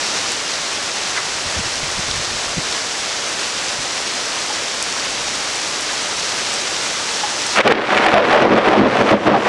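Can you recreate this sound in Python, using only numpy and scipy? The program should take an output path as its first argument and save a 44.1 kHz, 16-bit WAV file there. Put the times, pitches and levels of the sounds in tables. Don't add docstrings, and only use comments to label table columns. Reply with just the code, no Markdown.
import sys
import numpy as np
from scipy import signal
from scipy.fft import rfft, irfft, next_fast_len
from scipy.io import wavfile

SR = 44100
rng = np.random.default_rng(int(sys.argv[2]) if len(sys.argv) > 2 else 0)


def file_out(sig):
    cols = np.atleast_2d(sig).T
    lim = np.clip(cols, -1, 1)
    pcm = np.round(lim * 32767).astype(np.int16)
    wavfile.write(sys.argv[1], SR, pcm)


N = 418068
TIME = np.arange(N) / SR


# frequency in Hz, relative level in dB.
THUNDER_EQ = [(55, -33), (100, -13), (160, -16), (230, -4), (400, -0.5), (600, 0.5), (1100, -2.5),
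              (2200, -9), (3500, -17), (6000, -31.5), (10000, -90)]
# time in seconds, level in dB.
ROLL_FADER = [(7.51, -100), (7.553, -25.5), (7.66, -6), (7.88, -9.5), (8.25, -1.5), (8.6, 1.5), (9.2, -5.5),
              (9.48, -5.5)]
# peak time in seconds, level in dB,
# decay time in seconds, bass send in dB, groan pitch in Hz.
THUNDERCLAPS = [(7.6, -1, 0.016, -8, 560), (7.71, 10, 0.054, -6.5, 480), (7.775, -3.5, 0.053, -18, 780),
                (7.936, -5, 0.031, -13, 900), (8.075, 4, .02, -20, 680), (8.18, 10, 0.052, -10.5, 640),
                (8.363, 4, 0.041, -15, 680), (8.465, 10, .05, -6, 490), (8.52, 6, 0.039, -1, 331.5),
                (8.585, 5, 0.056, -16, 560), (8.7, 1, 0.044, -6, 360), (8.75, 5.5, 0.0282, -13, 627),
                (8.815, 9.5, 0.0395, -0.5, 278.5), (8.865, 4.5, .03, -7, 650), (9.02, -0.5, 0.049, -3, 560),
                (9.147, 8.5, 0.032, 0.5, 558.4), (9.295, 11.5, 0.029, -1, 592), (9.354, 8.5, .025, -4, 800)]

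def thunder(boom_db=2.0, roll_bass_db=-9.5, groan_db=-1.5, crackle_follow=0.69, fade_db_per_s=2.95):
    far_shocks = impacts(per_s=4600, spread_db=2.5) * from_db(2.0 * drift(42))
    far = shelter(coloured(far_shocks, THUNDER_EQ))
    near_shocks = impacts(per_s=2000, spread_db=2.0) * from_db(1.5 * drift(90))
    near = coloured(near_shocks, THUNDER_EQ)
    body_gain = fader(ROLL_FADER)
    bass_gain = from_db(roll_bass_db) * body_gain
    groans = 0
    for peak_s, db, decay_s, bass_db, hz in THUNDERCLAPS:
        swell = from_db(db) * clap_swell(peak_s, decay_s)
        body_gain = np.hypot(body_gain, swell)
        bass_gain = np.hypot(bass_gain, from_db(bass_db) * swell)
        groans += from_db(groan_db) * swell * groan(peak_s, decay_s, hz)
    age_s = np.maximum(TIME - ROLL_FADER[0][0], 0)
    crackle_gain = body_gain ** crackle_follow * from_db(-fade_db_per_s * age_s)
    boom = from_db(boom_db) * bass_gain * rms_one(band(far, 280, "low", order=4))
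    body = body_gain * rms_one(band(far, [380, 1300], "band", order=4))
    crackle = crackle_gain * rms_one(band(near, 1290, "high", order=4))
    return boom + body + crackle + groans


def clap_swell(peak_s, decay_s, rise_share=0.86):
    age = (TIME - peak_s) / decay_s
    falloff = np.where(age < 0, (age / rise_share) ** 2, age)
    return np.exp(-np.minimum(falloff, 20))


def groan(peak_s, glide_s, hz, glide_octaves=0.35, wander_hz=45, evenness=0.82):
    wander = band(rng.standard_normal((2, N)), wander_hz, "low")
    wander /= (np.hypot(*wander) + 1e-9) ** evenness
    pitch_hz = hz * 2 ** (-glide_octaves * np.tanh((TIME - peak_s) / glide_s))
    phase = 2 * np.pi * np.cumsum(pitch_hz) / SR
    return rms_one(wander[0] * np.cos(phase) + wander[1] * np.sin(phase))


# start in seconds, level of the first 4 ms in dB.
LIGHTNING_CRACKS = [(7.556, -23), (7.587, -1), (7.604, 4), (7.609, 9.5), (7.677, 12), (7.722, 16),
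                    (7.904, -2.5), (7.975, 2), (7.984, 2.5), (8.085, 4), (8.18, 7), (8.347, 3), (8.426, 4),
                    (8.97, 0.5), (9.09, -2.5), (9.264, -11)]

def cracks(t60_s=0.03):
    out, t = np.zeros(N), TIME[:SR // 20]
    for start_s, db in LIGHTNING_CRACKS:
        scatter = rng.standard_normal(len(t)) * from_db(-60 * t / t60_s)
        crack = band(scatter, [700, 2900], "band", order=3)
        add(out, from_db(db) * crack / crack[:SR // 250].std(), start_s)
    return out


# frequency in Hz, width in Hz, gain in dB.
EAVES_MODES = [(137, 10, 2), (207, 14, 3), (322, 26, 1), (572, 30, -9), (745, 18, -3)]

def shelter(x):
    return x + sum(from_db(db) * resonance(x, hz, width) for hz, width, db in EAVES_MODES)


# frequency in Hz, relative level in dB.
RAIN_EQ = [(20, -18), (50, -17), (85, -9), (150, -7), (320, -1.5), (600, -0.5), (1500, -.5), (3200, -1.5),
           (5800, -.5), (7500, -6), (10000, -15.5), (11200, -20.5), (12000, -31.5)]
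# time in seconds, gain in dB.
RAIN_FADER = [(0, -20), (0.5, -21.5), (4.3, -21.5), (6.1, -20.5), (7.5, -20.5)]

def rain(hiss_db=-1.5, patter_db=-7.5, tick_db=-32):
    far = rng.standard_normal(N) * from_db(0.59 * drift(9.7))
    near = np.zeros(N)
    edges_hz = np.geomspace(400, 12800, num=6)
    for octave in zip(edges_hz, edges_hz[1:]):
        drops = band(impacts(per_s=900, spread_db=3.5), octave, "band")
        near += drops * from_db(2.1 * drift(23))
    hiss = from_db(hiss_db) * coloured(far, RAIN_EQ)
    patter = from_db(patter_db) * coloured(near, RAIN_EQ)
    ticks = from_db(tick_db) * rms_one(band(impacts(per_s=5, spread_db=2.0), [5000, 9000], "band"))
    return fader(RAIN_FADER) * (hiss + patter + ticks)


# start in seconds, level in dB, centre of the spray in Hz.
CLOSE_SPLATS = [(.319, -13.5, 7040), (2.112, -12, 4200), (2.725, -14, 4500), (4.558, -15, 4400),
                (4.682, -16, 4200), (4.826, -12.5, 7500), (5.809, -16, 7000), (5.979, -12, 4220),
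                (6.206, -14, 4400), (6.539, -14, 6470), (7.466, -14, 6950)]

def splats(t60_s=0.013, edge_ratio=1.38):
    out, t = np.zeros(N), TIME[:SR // 10]
    for start_s, db, hz in CLOSE_SPLATS:
        spray = band(rng.standard_normal(len(t)), [hz / edge_ratio, hz * edge_ratio], "band", order=3)
        add(out, from_db(db - 60 * t / t60_s) * rms_one(spray), start_s)
    return out


# start in seconds, level in dB, pitch in Hz,
# seconds for the note to fall 60 dB, splash gain against the note.
EAVES_DRIPS = [(1.161, -23, 1600, .08, 1.0), (1.174, -17, 2030, .12, 1.0), (4.5, -16, 845, .08, .2),
               (7.233, -12, 834, .11, .3), (7.32, -21, 834, .08, .2)]

def drips(rise_s=0.0017, splash_t60_s=0.11):
    out, t = np.zeros(N), TIME[:SR // 4]
    attack = 1 - np.exp(-t / rise_s)
    for start_s, db, hz, t60_s, splash_gain in EAVES_DRIPS:
        note = np.sin(2 * np.pi * hz * t) * from_db(-60 * t / t60_s)
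        spray = rms_one(band(rng.standard_normal(len(t)), [900, 2400], "band"))
        splash = spray * from_db(-60 * t / splash_t60_s)
        add(out, from_db(db) * (note + splash_gain * splash) * attack, start_s)
    return out


# time in seconds, level in dB.
BREEZE_FADER = [(1.0, -60), (1.4, -45), (2.2, -43), (2.55, -45), (2.75, -52), (4.7, -63), (5.1, -48.5),
                (7.5, -58)]
# peak time in seconds, level in dB, half-length in seconds.
WIND_BUFFETS = [(1.47, -33, .03), (1.59, -25, .045), (1.66, -36, .04), (1.835, -29, .02),
                (1.985, -25.5, 0.026), (2.1, -32, .05), (2.171, -30, .05), (2.355, -34.5, .03),
                (2.49, -38, .03), (2.583, -19, 0.023), (3.8, -34, 0.022)]

def wind(breeze_hz=130, buffet_hz=185, reference_db=-27.5, db_per_octave=15.5):
    rumble = band(rng.standard_normal(N), breeze_hz, "low", order=4)
    gusts = band(rumble, 29, "high") * from_db(drift(13))
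    out = fader(BREEZE_FADER) * rms_one(gusts)
    for peak_s, db, half_s in WIND_BUFFETS:
        swell = np.hanning(int(2 * half_s * SR))
        edge_hz = buffet_hz * 2 ** ((db - reference_db) / db_per_octave)
        lows = band(rng.standard_normal(SR // 2), edge_hz, "low", order=5)
        eddy = band(lows, edge_hz / 4, "high")[-len(swell):] * swell
        swell_rms = np.sqrt(np.mean(swell ** 2))
        add(out, from_db(db) * swell_rms * rms_one(eddy), peak_s - half_s)
    return out


# pitch in Hz, width in Hz, level in dB.
HOLLOW_SURFACES = [(362, 110, -56), (586.6, 20, -47), (799, 24, -53)]

def drumming():
    return sum(from_db(db) * rms_one(resonance(impacts(per_s=70, spread_db=1.0), hz, width))
               for hz, width, db in HOLLOW_SURFACES)


def whine(hz=7849, rms_db=-49):
    return from_db(rms_db) * np.sqrt(2) * np.sin(2 * np.pi * hz * TIME + 0.2 * drift(2))


def from_db(db):
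    return 10 ** (np.asarray(db) / 20)


def rms_one(x):
    return x / np.sqrt(np.mean(x ** 2) + 1e-20)


def fader(rows):
    return from_db(np.interp(TIME, *np.transpose(rows)))


def drift(rate, hop=40, run_in=2000):
    pole = np.exp(-2 * np.pi * rate * hop / SR)
    noise = rng.standard_normal(N // hop + run_in + 2)
    slow = signal.lfilter([1], [1, -2 * pole, pole * pole], noise)[run_in:]
    return np.interp(np.arange(N) / hop, np.arange(len(slow)), rms_one(slow))


def band(x, edges_hz, kind, order=2):
    return signal.sosfilt(signal.butter(order, edges_hz, kind, fs=SR, output="sos"), x + 1e-18)


def coloured(x, eq):
    size = next_fast_len(N)
    hz, db = np.transpose(eq)
    bins_hz = np.maximum(np.arange(size // 2 + 1) * SR / size, 1)
    gain = from_db(np.interp(np.log(bins_hz), np.log(hz), db))
    return rms_one(irfft(rfft(x, size) * gain, size)[:N])


def resonance(x, hz, width_hz):
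    r = np.exp(-np.pi * width_hz / SR)
    feedback = [1, -2 * r * np.cos(2 * np.pi * hz / SR), r * r]
    return signal.lfilter(np.array([1, 0, -1]) * (1 - r * r) / 2, feedback, x + 1e-18)


def impacts(per_s, spread_db):
    sizes = from_db(spread_db * np.minimum(rng.exponential(1, N), 4))
    signs = rng.choice([-1, 1], N)
    return rms_one(sizes * signs * (rng.random(N) < per_s / SR))


def add(out, sound, start_s):
    at = int(np.clip(start_s * SR, 0, N - 1))
    out[at:at + len(sound)] += sound[:N - at]


def scene():
    bed = rain() + whine() + drumming() + drips() + splats() + wind()
    return (bed + thunder() + cracks())[None]


def limiter(x, threshold_db=-2.5, lag_s=0.00085, attack_s=0.00048, release_db_per_s=91):
    over_db = np.maximum(20 * np.log10(np.abs(x[0]) + 1e-9) - threshold_db, 0)
    climb_db = release_db_per_s * TIME
    cut_db = np.maximum.accumulate(over_db + climb_db) - climb_db
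    late_cut_db = np.interp(TIME - lag_s, TIME, cut_db)
    pole = np.exp(-1 / (attack_s * SR))
    return x * from_db(-signal.lfilter([1 - pole], [1, -pole], late_cut_db))


def record(dry, ceiling=0.59, rolloff_hz=11000, cutoff_hz=12200):
    held = limiter(dry)
    flattened = held / (1 + (held / ceiling) ** 12) ** (1 / 12)
    dulled = band(flattened, rolloff_hz, "low", order=6)
    return signal.sosfilt(signal.ellip(10, 0.1, 70, cutoff_hz, fs=SR, output="sos"), dulled)


dry = scene()
out = record(dry)
file_out(out)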